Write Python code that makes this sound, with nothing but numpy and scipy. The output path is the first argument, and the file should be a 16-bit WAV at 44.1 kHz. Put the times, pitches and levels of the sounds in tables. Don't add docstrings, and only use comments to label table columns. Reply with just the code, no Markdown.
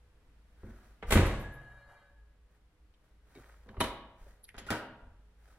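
import sys
import numpy as np
from scipy import signal
from scipy.fft import rfft, irfft, next_fast_len
from scipy.io import wavfile
from scipy.ndimage import uniform_filter1d

SR = 44100
rng = np.random.default_rng(int(sys.argv[2]) if len(sys.argv) > 2 else 0)


def transcribe(u):
    v = np.clip(np.atleast_2d(u).T, -1, 1)
    q = np.round(v * 32767).astype(np.int16)
    wavfile.write(sys.argv[1], SR, q)


N = 246254
TIME = np.arange(N) / SR
BLOW_SIZE = 16384

# time in seconds, push level in dB, contact time in seconds.
BUMPS = [(.634, -26, 0.0028), (.672, -24.5, 0.0041), (1.044, -22, 0.0069), (1.079, -5.5, 0.014),
         (1.121, -3, 0.01), (1.156, 4, 0.0031), (1.1702, -9, 0.003), (1.1927, -5, 0.0026),
         (3.662, -42, 0.002), (3.695, -32.5, 0.0025), (3.777, -16, 0.0052), (4.21, -19, 0.018),
         (4.568, -22.5, 0.014), (4.611, -29.5, 0.0043), (5.022, -27, .011), (5.07, -28.5, 0.0096)]


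def from_db(db):
    return 10 ** (np.asarray(db) / 20)


def unit(x):
    return x / np.sqrt(np.sum(x ** 2) + 1e-20)


def rms_one(x):
    return x / np.sqrt(np.mean(x ** 2) + 1e-20)


def at_hz(points, hz):
    f, value = np.transpose(points)
    return np.interp(np.log(np.maximum(hz, 1)), np.log(f), value)


def fade(t, t60):
    return np.exp(-np.log(1000) * t / max(t60, 1e-3))


def swell(start_s, db, attack_s, hold_s, t60):
    t = TIME - start_s
    rise = np.sin(np.pi / 2 * np.clip(t / attack_s, 0, 1)) ** 2
    return from_db(db) * rise * fade(np.maximum(t - attack_s - hold_s, 0), t60)


def add(track, s, sound):
    at = round(s * SR)
    track[at:at + len(sound)] += sound[:N - at]


def causal(gain):
    cepstrum = irfft(np.log(gain))
    half = len(cepstrum) // 2
    cepstrum[1:half] *= 2
    cepstrum[half + 1:] = 0
    return np.exp(rfft(cepstrum))


def colour(x, spectrum):
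    size = 2 * next_fast_len(x.shape[-1] // 2 + 1)
    gain = from_db(at_hz(spectrum, np.fft.rfftfreq(size, 1 / SR)))
    return irfft(rfft(x, size) * causal(gain))[..., :x.shape[-1]]


def resonance(x, hz, width_hz):
    r = np.exp(-np.pi * width_hz / SR)
    return signal.lfilter([1, 0, -1], [1, -2 * r * np.cos(2 * np.pi * hz / SR), r * r], x)


def soften(x, dull_hz):
    return signal.sosfilt(signal.butter(2, min(dull_hz, SR / 2 - 1000), fs=SR, output="sos"), x)


def modes(table):
    t = TIME[:3 * SR]
    return sum(from_db(db) * np.sin(2 * np.pi * hz * t) * fade(t, t60) for hz, db, t60 in table)


def blow(t60, crack, rise_s=0.00053):
    t = TIME[:BLOW_SIZE]
    burst = unit(rng.standard_normal(BLOW_SIZE) * fade(t, t60) * (1 - np.exp(-t / rise_s)))
    burst[0] -= crack
    spectrum = rfft(burst)
    smooth_power = uniform_filter1d(np.abs(spectrum) ** 2, size=90)
    return irfft(spectrum * causal(smooth_power ** -.5))


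def ping(hz, nominal_width_hz, t60, crack=0.09, skirt=1):
    narrow = resonance(blow(t60, crack), hz, 0.68 * nominal_width_hz)
    return unit(resonance(narrow, hz, 0.68 * skirt * nominal_width_hz))


def with_ring(hits, t60, drag=0):
    db = np.array(hits)[:, 1]
    return np.c_[hits, t60 * from_db(drag * (db.max() - db))]


def strikes(hits, part, crack, ripple_db=1.0):
    out = np.zeros(N)
    hz = np.geomspace(20, 16000, num=1400)
    ripple = ripple_db * rng.standard_normal(len(hz)) * np.minimum(hz / 4000, 1)
    resonant = np.c_[hz, at_hz(part, hz) + ripple]
    for s, db, dull_hz, t60 in hits:
        struck = colour(blow(t60, crack), resonant)
        add(out, s, from_db(db) * unit(soften(struck, dull_hz)))
    return out


def ringing(hits, rings, skirt=4):
    out = np.zeros(N)
    for s, db, dull_hz, *_ in hits:
        ring = sum(from_db(mode_db) * ping(hz, width_hz, t60, crack=0.22, skirt=skirt)
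                   for hz, mode_db, width_hz, t60 in rings)
        add(out, s, from_db(db) * soften(ring, dull_hz))
    return out


def partials(table, flutter_hz=7, steady=0.51, start_s=0):
    out = 0
    for hz, db in table:
        narrow = resonance(rng.standard_normal(N), hz, 2 * flutter_hz)
        flutter = rms_one(resonance(narrow, hz, 8 * flutter_hz))
        tone = steady * np.sin(2 * np.pi * hz * (TIME - start_s))
        out = out + from_db(db) * rms_one(flutter + tone)
    return out


def grain(level_db, size):
    return from_db(level_db * rms_one(uniform_filter1d(rng.standard_normal(N), size=size)))


def diffuse(size, widths):
    mid, side = rng.standard_normal((2, size))
    width = from_db(at_hz(widths, np.fft.rfftfreq(size, 1 / SR)))
    return irfft((rfft(mid) + rfft(side) * width * [[1], [-1]]) / np.sqrt(1 + width ** 2), size)


def background():
    # Hz, dB.
    air_colour = [(20, 0), (34, -6.5), (50, 1.5), (75, -7.5), (110, -16), (200, -19.5), (400, -28.5),
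                  (800, -29), (1600, -30), (3200, -36), (6400, -44), (11500, -45), (15000, -57)]
    # Hz, side-mid level in dB.
    air_width = [(60, -18.5), (250, -12.5), (550, -8.5), (1050, -4.5), (1750, -3.5), (2700, 0.5)]
    # Hz, width in Hz, rms in dB before the sway.
    fan_tones = [(52.5, 2.1, -63.5), (308, 2.4, -86.5), (421, 5.4, -85.5), (495, 4.8, -85)]
    # time in seconds, level change in dB.
    air_sway = [(0, 0.5), (1, 2), (2.5, -2.5), (3.1, -1), (5.2, -0.5)]
    air = from_db(-62.5) * rms_one(colour(diffuse(next_fast_len(N), air_width), air_colour))[:, :N]
    hum = sum(from_db(db) * rms_one(resonance(rng.standard_normal(N + SR), hz, width_hz)[SR:])
              for hz, width_hz, db in fan_tones)
    return (air + hum) * from_db(np.interp(TIME, *np.transpose(air_sway)))


def rub():
    # start in seconds, level in dB, swell, hold and t60 in seconds.
    strokes = [(0.43, -69, 0.36, 0.11, 0.38), (1.056, -47.5, 0.046, 0.0025, 0.034),
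               (2.46, -78.5, .06, 0.027, 0.33), (2.998, -78, 0.048, .03, .35), (3.198, -65.5, 0.2, 0.08, 1),
               (4.128, -67, 0.12, 0.051, 0.32), (5.338, -68.5, 0.14, 0.049, 0.42)]
    # Hz, dB.
    rub_colour = [(200, -5.5), (600, 5), (1000, -1), (1600, 3.5), (2600, -8.5), (4500, -11), (8000, -14),
                  (11500, -14.5), (15000, -19.5)]
    grains = grain(3, size=150)
    friction = rms_one(colour(rng.standard_normal(N) * grains, rub_colour))
    return sum(swell(*stroke) for stroke in strokes) * friction


def slips():
    # start in seconds, level in dB, swell, hold and t60 in seconds, centre in Hz,
    # width in Hz of each of two filter passes.
    slides = [(.56, -70.5, 0.096, 0.16, .4, 1480, 700), (1.259, -52, .006, .014, 0.11, 11440, 1000),
              (1.393, -60, 0.0093, 0.013, 0.14, 11660, 2600), (1.52, -70, 0.0072, 0.024, .15, 11500, 1823),
              (3.66, -61.5, .025, .1, 0.11, 414, 600), (4.433, -51.5, 0.0088, .002, 0.029, 10940, 900),
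              (4.44, -61, 0.0044, .005, 0.041, 4150, 1700), (4.473, -68, .01, 0.014, 0.055, 10100, 1500),
              (4.474, -61, 0.022, 0.0042, 0.11, 2010, 1100), (4.581, -58, .003, .006, 0.087, 11000, 1200),
              (4.55, -66, 0.059, 0.066, .15, 2900, 1500), (4.582, -49.5, 0.0045, 0.0062, 0.038, 3000, 2940),
              (4.584, -56, .003, 0.0057, .06, 6730, 700)]
    out = 0
    grains = grain(4.5, size=50)
    for *stroke, hz, width_hz in slides:
        narrow = resonance(grains * rng.standard_normal(N), hz, width_hz)
        out = out + swell(*stroke) * rms_one(resonance(narrow, hz, width_hz))
    return out


def ticks():
    # time in seconds, energy in dB, centre in Hz, nominal width in Hz, burst t60 in seconds.
    taps = [(.634, -34.5, 474, 400, 0.054), (2.94, -46.5, 3024, 2494, .05), (3.435, -41, 1790, 1200, .008),
            (3.443, -36, 1500, 1300, 0.007), (3.496, -37, 1450, 1100, .006),
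            (3.524, -41.5, 1600, 1100, 0.0083), (3.542, -38, 1190, 1300, .009),
            (3.689, -40.5, 3500, 2500, 0.025), (3.69, -29.5, 1650, 500, 0.023),
            (3.7427, -29, 750, 900, 0.067), (4.264, -30, 474, 396, 0.036),
            (4.4905, -26.5, 1980, 1600, .005), (4.49, -46, 5000, 3000, .01),
            (4.4903, -37, 10700, 2500, .008), (4.567, -44, 6000, 7000, 0.0044),
            (4.5808, -31, 2800, 4000, 0.004)]
    out = np.zeros(N)
    for s, db, hz, width_hz, t60 in taps:
        add(out, s, from_db(db) * ping(hz, width_hz, t60, crack=0.37))
    return out


def handle():
    # time in seconds, level in dB, dull above Hz.
    handle_hits = [(3.352, -33, 12000), (3.3595, -36.5, 5000), (3.367, -28.5, 1100), (3.3745, -34, 4000),
                   (3.383, -31.5, 800), (3.393, -32.5, 800)]
    # Hz, dB re blow, nominal width in Hz, burst t60 in seconds.
    handle_modes = [(128, -2.5, 35, .03), (258, 1, 40, 0.011), (365, 0, 136, 0.016), (1500, -7, 1500, .01),
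                    (2260, -8, 60, 0.0071), (3770, -10, 100, 0.0089), (3400, -10, 2660, .012),
                    (7250, -18, 200, .008)]
    return ringing(handle_hits, handle_modes)


def squeak(jitter=0.045, overtone_db=-15):
    waver = 1 + jitter * rms_one(uniform_filter1d(rng.standard_normal(N), size=40))
    phase = 2 * np.pi * np.cumsum(1413 * waver) / SR
    level = swell(4.685, -36.5, attack_s=0.0059, hold_s=0.0056, t60=0.044)
    return level * rms_one(np.sin(phase) + from_db(overtone_db) * np.sin(2 * phase))


def thud():
    # Hz, dB, t60 in seconds.
    thud_modes = [(123.6, -30, 0.16), (200.6, -42, 0.22), (251.3, -33, 0.12), (310.6, -35.5, 0.19)]
    out = np.zeros(N)
    add(out, 4.7095, modes(thud_modes))
    return out


def check_arm():
    # time in seconds, level in dB, dull above Hz.
    stay_hits = [(4.544, -23.5, 2600), (4.581, -19, 5000), (4.667, -21, 13000), (4.7045, -4.5, 15200),
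                 (4.712, -10.5, 4000), (4.7155, -9.5, 4930), (4.7215, -8, 1690), (4.7275, -8, 1900),
                 (4.736, -13.5, 1300)]
    # Hz, dB.
    stay_colour = [(25, -39), (70, -4), (125, 2.5), (180, -1), (260, -1), (400, -2.5), (850, -4.5),
                   (1150, -7.5), (1500, -4), (1780, -4.5), (2150, -10), (2800, -11.5), (4500, -14.5),
                   (8000, -20), (11000, -19), (15000, -30)]
    # Hz, dB re blow, nominal width in Hz, burst t60 in seconds.
    stay_modes = [(916, -19, 29, .03), (1478, -12.5, 160, 0.05), (1760, -20, 78, 0.021),
                  (1912, -20, 50, .03), (2790, -14, 450, 0.15)]
    contacts = strikes(with_ring(stay_hits, t60=0.031, drag=0.91), stay_colour, crack=0.42)
    return contacts + ringing(stay_hits, stay_modes) + thud() + squeak()


def front_latch():
    # time in seconds, level in dB, dull above Hz.
    release_hits = [(3.689, -33, 3460), (3.768, -24, 1600), (3.805, -2, 15200), (3.8105, -1, 14130),
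                    (3.841, -9, 10900)]
    # Hz, dB.
    release_colour = [(25, -44), (70, -9), (150, -1.5), (280, -.5), (430, 1), (530, -4), (640, -7.5),
                      (770, -6), (1100, -5.5), (1420, -7), (2050, -9), (3000, -11), (3900, -10.5),
                      (4800, -22), (7500, -24), (10800, -26), (14500, -33)]
    # Hz, dB re blow, nominal width in Hz, burst t60 in seconds.
    release_modes = [(164, -14.5, 77, 0.14), (273.2, -11, 23, 0.06), (645, -9, 35, 0.019),
                     (996, -8.5, 140, 0.019), (1120, -5, 90, 0.014), (1730, -18, 90, .03),
                     (2060, -14, 77, 0.035), (2740, -19, 60, .03), (3027, -10.5, 64, .03),
                     (3800, -18, 200, .05), (4012, -21, 60, 0.033), (10650, -12.5, 1700, 0.014)]
    blows = strikes(with_ring(release_hits, t60=0.04), release_colour, crack=0.34)
    return blows, ringing(release_hits, release_modes)


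def spring():
    # start in seconds, level in dB, swell, hold and t60 in seconds.
    surges = [(1.16, -53, .02, .15, .6), (1.436, -52, .012, .03, 1.5), (1.96, -73.5, .05, .13, .45)]
    # Hz, dB.
    singing = [(1672, -1), (1658, -10), (1733, -11.5)]
    stop_s, stop_t60_s = 2.22, .25
    level = sum(swell(*surge) for surge in surges) * fade(np.maximum(TIME - stop_s, 0), stop_t60_s)
    return level * partials(singing, flutter_hz=9.9, steady=1.2, start_s=1.48)


def steel_ring():
    # start in seconds, level in dB, swell, hold and t60 in seconds.
    jingle = (1.46, -62.5, 0.1552, 0.3758, 0.83)
    # Hz, dB.
    steel_partials = [(570.6, -9), (716, -14), (890, -17), (1120, -17), (1260, -15), (1534, -13),
                      (2050, -16), (2347, -21), (2875, -21), (3187, -23), (3792, -23), (4183, -27),
                      (4683, -27), (7257, -32)]
    # start in seconds, level in dB, swell, hold and t60 in seconds.
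    rattle_waves = [(1.5, -66, 0.13, 0.14, 0.86), (1.865, -65.5, 0.032, 0.023, 0.6)]
    # Hz, dB.
    rattle_colour = [(200, -11), (560, 1), (900, 2), (1800, -1), (2600, -21), (5000, -27), (11000, -19),
                     (15000, -32.5)]
    rattle = rms_one(colour(rng.standard_normal(N) ** 3, rattle_colour))
    return swell(*jingle) * partials(steel_partials) + sum(swell(*wave) for wave in rattle_waves) * rattle


def boom():
    # Hz, dB, t60 in seconds.
    shell = [(22.5, -36, 1.1), (47.75, -24, 0.77), (63, -26.5, .25), (88.84, -18.5, 0.35),
             (117.87, -36.5, 1.3), (139, -32.5, 0.2), (167.5, -27.5, 0.26), (234, -23.5, 0.23),
             (276, -23.5, 0.17), (313, -28, 0.15), (466, -34.5, .2)]
    # Hz, dB.
    bloom_colour = [(32, -21.5), (60, -4.5), (110, -2), (170, -2), (270, -1), (420, -15.5), (900, -40.5)]
    bloom_db, bloom_t60_s = 0.5, .2
    force = np.zeros(N)
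    for s, db, contact_s in BUMPS:
        push = np.sin(np.pi * np.minimum(TIME[:BLOW_SIZE] / contact_s, 1))
        add(force, s, -from_db(db) * push / push.sum())
    body = modes(shell)
    crowd = colour(rng.standard_normal(SR) * fade(TIME[:SR], bloom_t60_s), bloom_colour)
    add(body, 0, from_db(bloom_db) * unit(crowd))
    return signal.fftconvolve(force, body)[:N]


def knocks():
    # Hz, dB.
    padded = [(30, -9.5), (90, -2.5), (160, 1), (250, 0), (450, -8), (700, -17), (1500, -11), (4000, -26.5)]
    s, db, contact_s = np.transpose(BUMPS)
    softness = contact_s / 0.0036
    knock_db = db + 4.5 - 10 * np.log2(softness)
    hits = np.c_[s, knock_db, 625 / np.sqrt(softness)]
    return strikes(with_ring(hits, t60=0.069, drag=0.28), padded, crack=0.58)


def shakes(count=4):
    start_s, start_db, fall_db_per_s = 1.157, -0.5, 70
    first_gap_s, gap_growth, ring_gaps = .018, 1.7, 7
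    dull_start_hz, brightening = 4100, 1.174
    gaps = first_gap_s * gap_growth ** np.arange(count)
    after = np.cumsum(gaps) - gaps
    dull_hz = dull_start_hz * brightening ** np.arange(count)
    return np.c_[start_s + after, start_db - fall_db_per_s * after, dull_hz, ring_gaps * gaps]


def rear_latch():
    # time in seconds, level in dB, dull above Hz, burst t60 in seconds.
    latch_hits = [(1.027, -14, 2300, 0.052), (1.108, -3, 14900, 0.043), (1.1205, -4.5, 14680, .04),
                  (1.124, 3.5, 11000, .022), (1.133, 0, 14930, 0.095), (1.175, -5, 4200, .04)]
    # Hz, dB.
    latch_colour = [(60, -7.5), (130, -5), (230, -5), (360, -4.5), (470, -1.5), (800, -5.5), (1400, -7.5),
                    (2000, -5), (2750, -11.5), (3700, -14), (5200, -21.5), (8300, -16), (11000, -18.5),
                    (15000, -22)]
    # Hz, dB re blow, nominal width in Hz, burst t60 in seconds.
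    latch_modes = [(446, -12, 60, .04), (2070, -15.5, 240, 0.045), (2850, -12.5, 700, .12),
                   (3420, -16.5, 900, 0.18)]
    contacts = strikes(np.vstack([latch_hits, shakes()]), latch_colour, crack=0.41)
    return contacts + ringing(latch_hits, latch_modes)


def from_right(x, lag_ms, scatter=2.2, patch_hz=220):
    size = 2 * next_fast_len(N // 2 + 1)
    hz = np.fft.rfftfreq(size, 1 / SR)
    knots = rng.standard_normal(200)
    treble = np.clip((hz - 1200) / 1000, 0, 1)
    ragged = scatter * treble * np.interp(hz / patch_hz, np.arange(len(knots)), knots) / 2
    lag = 2 * np.pi * hz * lag_ms / 1000
    return irfft(rfft(x, size) * np.exp(1j * np.array([ragged - lag, -ragged])))[:, :N]


def showroom(x, build_s=0.0035, late_db=-24, late_stretch=0.93, near_db=-9, near_t60=0.3):
    # Hz, t60 in seconds.
    room_t60 = [(40, 1), (120, 0.87), (300, 0.71), (800, 0.83), (1600, 0.68), (3200, 0.67), (6000, 0.31),
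                (13000, 0.28)]
    # Hz, dB re the sound sent into the room.
    room_db = [(40, -8.5), (120, -8.5), (300, -4), (800, -0.5), (1600, -3.5), (3200, -4.5), (6000, -2.5),
               (13000, -3)]
    # Hz, side-mid level in dB.
    room_width = [(60, -39.5), (125, -32.5), (250, -21.5), (500, -17.5), (1000, -13), (2000, -4),
                  (4000, 1.5), (13000, -1.5)]
    size = 2 * SR
    t, hz = TIME[:size], np.fft.rfftfreq(size, 1 / SR)
    noise, response = rfft(diffuse(size, room_width)), 0
    near = from_db(near_db) * unit(fade(t, near_t60))
    build_up = 1 - np.exp(-(t / build_s) ** 2)
    centres = np.geomspace(40, 14000, num=16)
    for centre, own in zip(centres, np.eye(len(centres))):
        band = at_hz(np.c_[centres, own], hz)
        t60 = at_hz(room_t60, centre)
        tail = (fade(t, t60) + from_db(late_db) * fade(t, late_stretch * t60)) * build_up
        echoes = unit(irfft(noise * band, size) * np.hypot(unit(tail), near))
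        share = np.sqrt(2 * np.mean(band ** 2))
        response = response + echoes * share * from_db(at_hz(room_db, centre))
    return signal.fftconvolve(x[None], response, axes=1)[:, :N]


def scene(tick_room_db=-11, stay_room_db=1, mode_room_db=-5, steel_room_db=-3):
    slam = rear_latch() + knocks() + boom()
    steel = spring() + steel_ring()
    release, release_ring = front_latch()
    release = release + rub()
    stay = check_arm()
    clicks = ticks() + handle() + slips()
    direct = (from_right(slam, lag_ms=0.085) + from_right(steel, lag_ms=0.036, scatter=0.9)
              + from_right(release + release_ring + clicks, lag_ms=0.072) + from_right(stay, lag_ms=0.084))
    small_parts = (from_db(tick_room_db) * clicks + from_db(mode_room_db) * release_ring
                   + from_db(steel_room_db) * steel)
    room = showroom(slam + release + from_db(stay_room_db) * stay + small_parts)
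    return direct + room + background()


def record(dry):
    lean = signal.sosfilt(signal.butter(2, 16, "high", fs=SR, output="sos"), dry)
    return signal.sosfilt(signal.ellip(10, .2, 80, 15800, fs=SR, output="sos"), lean)


dry = scene()
out = record(dry)
transcribe(out)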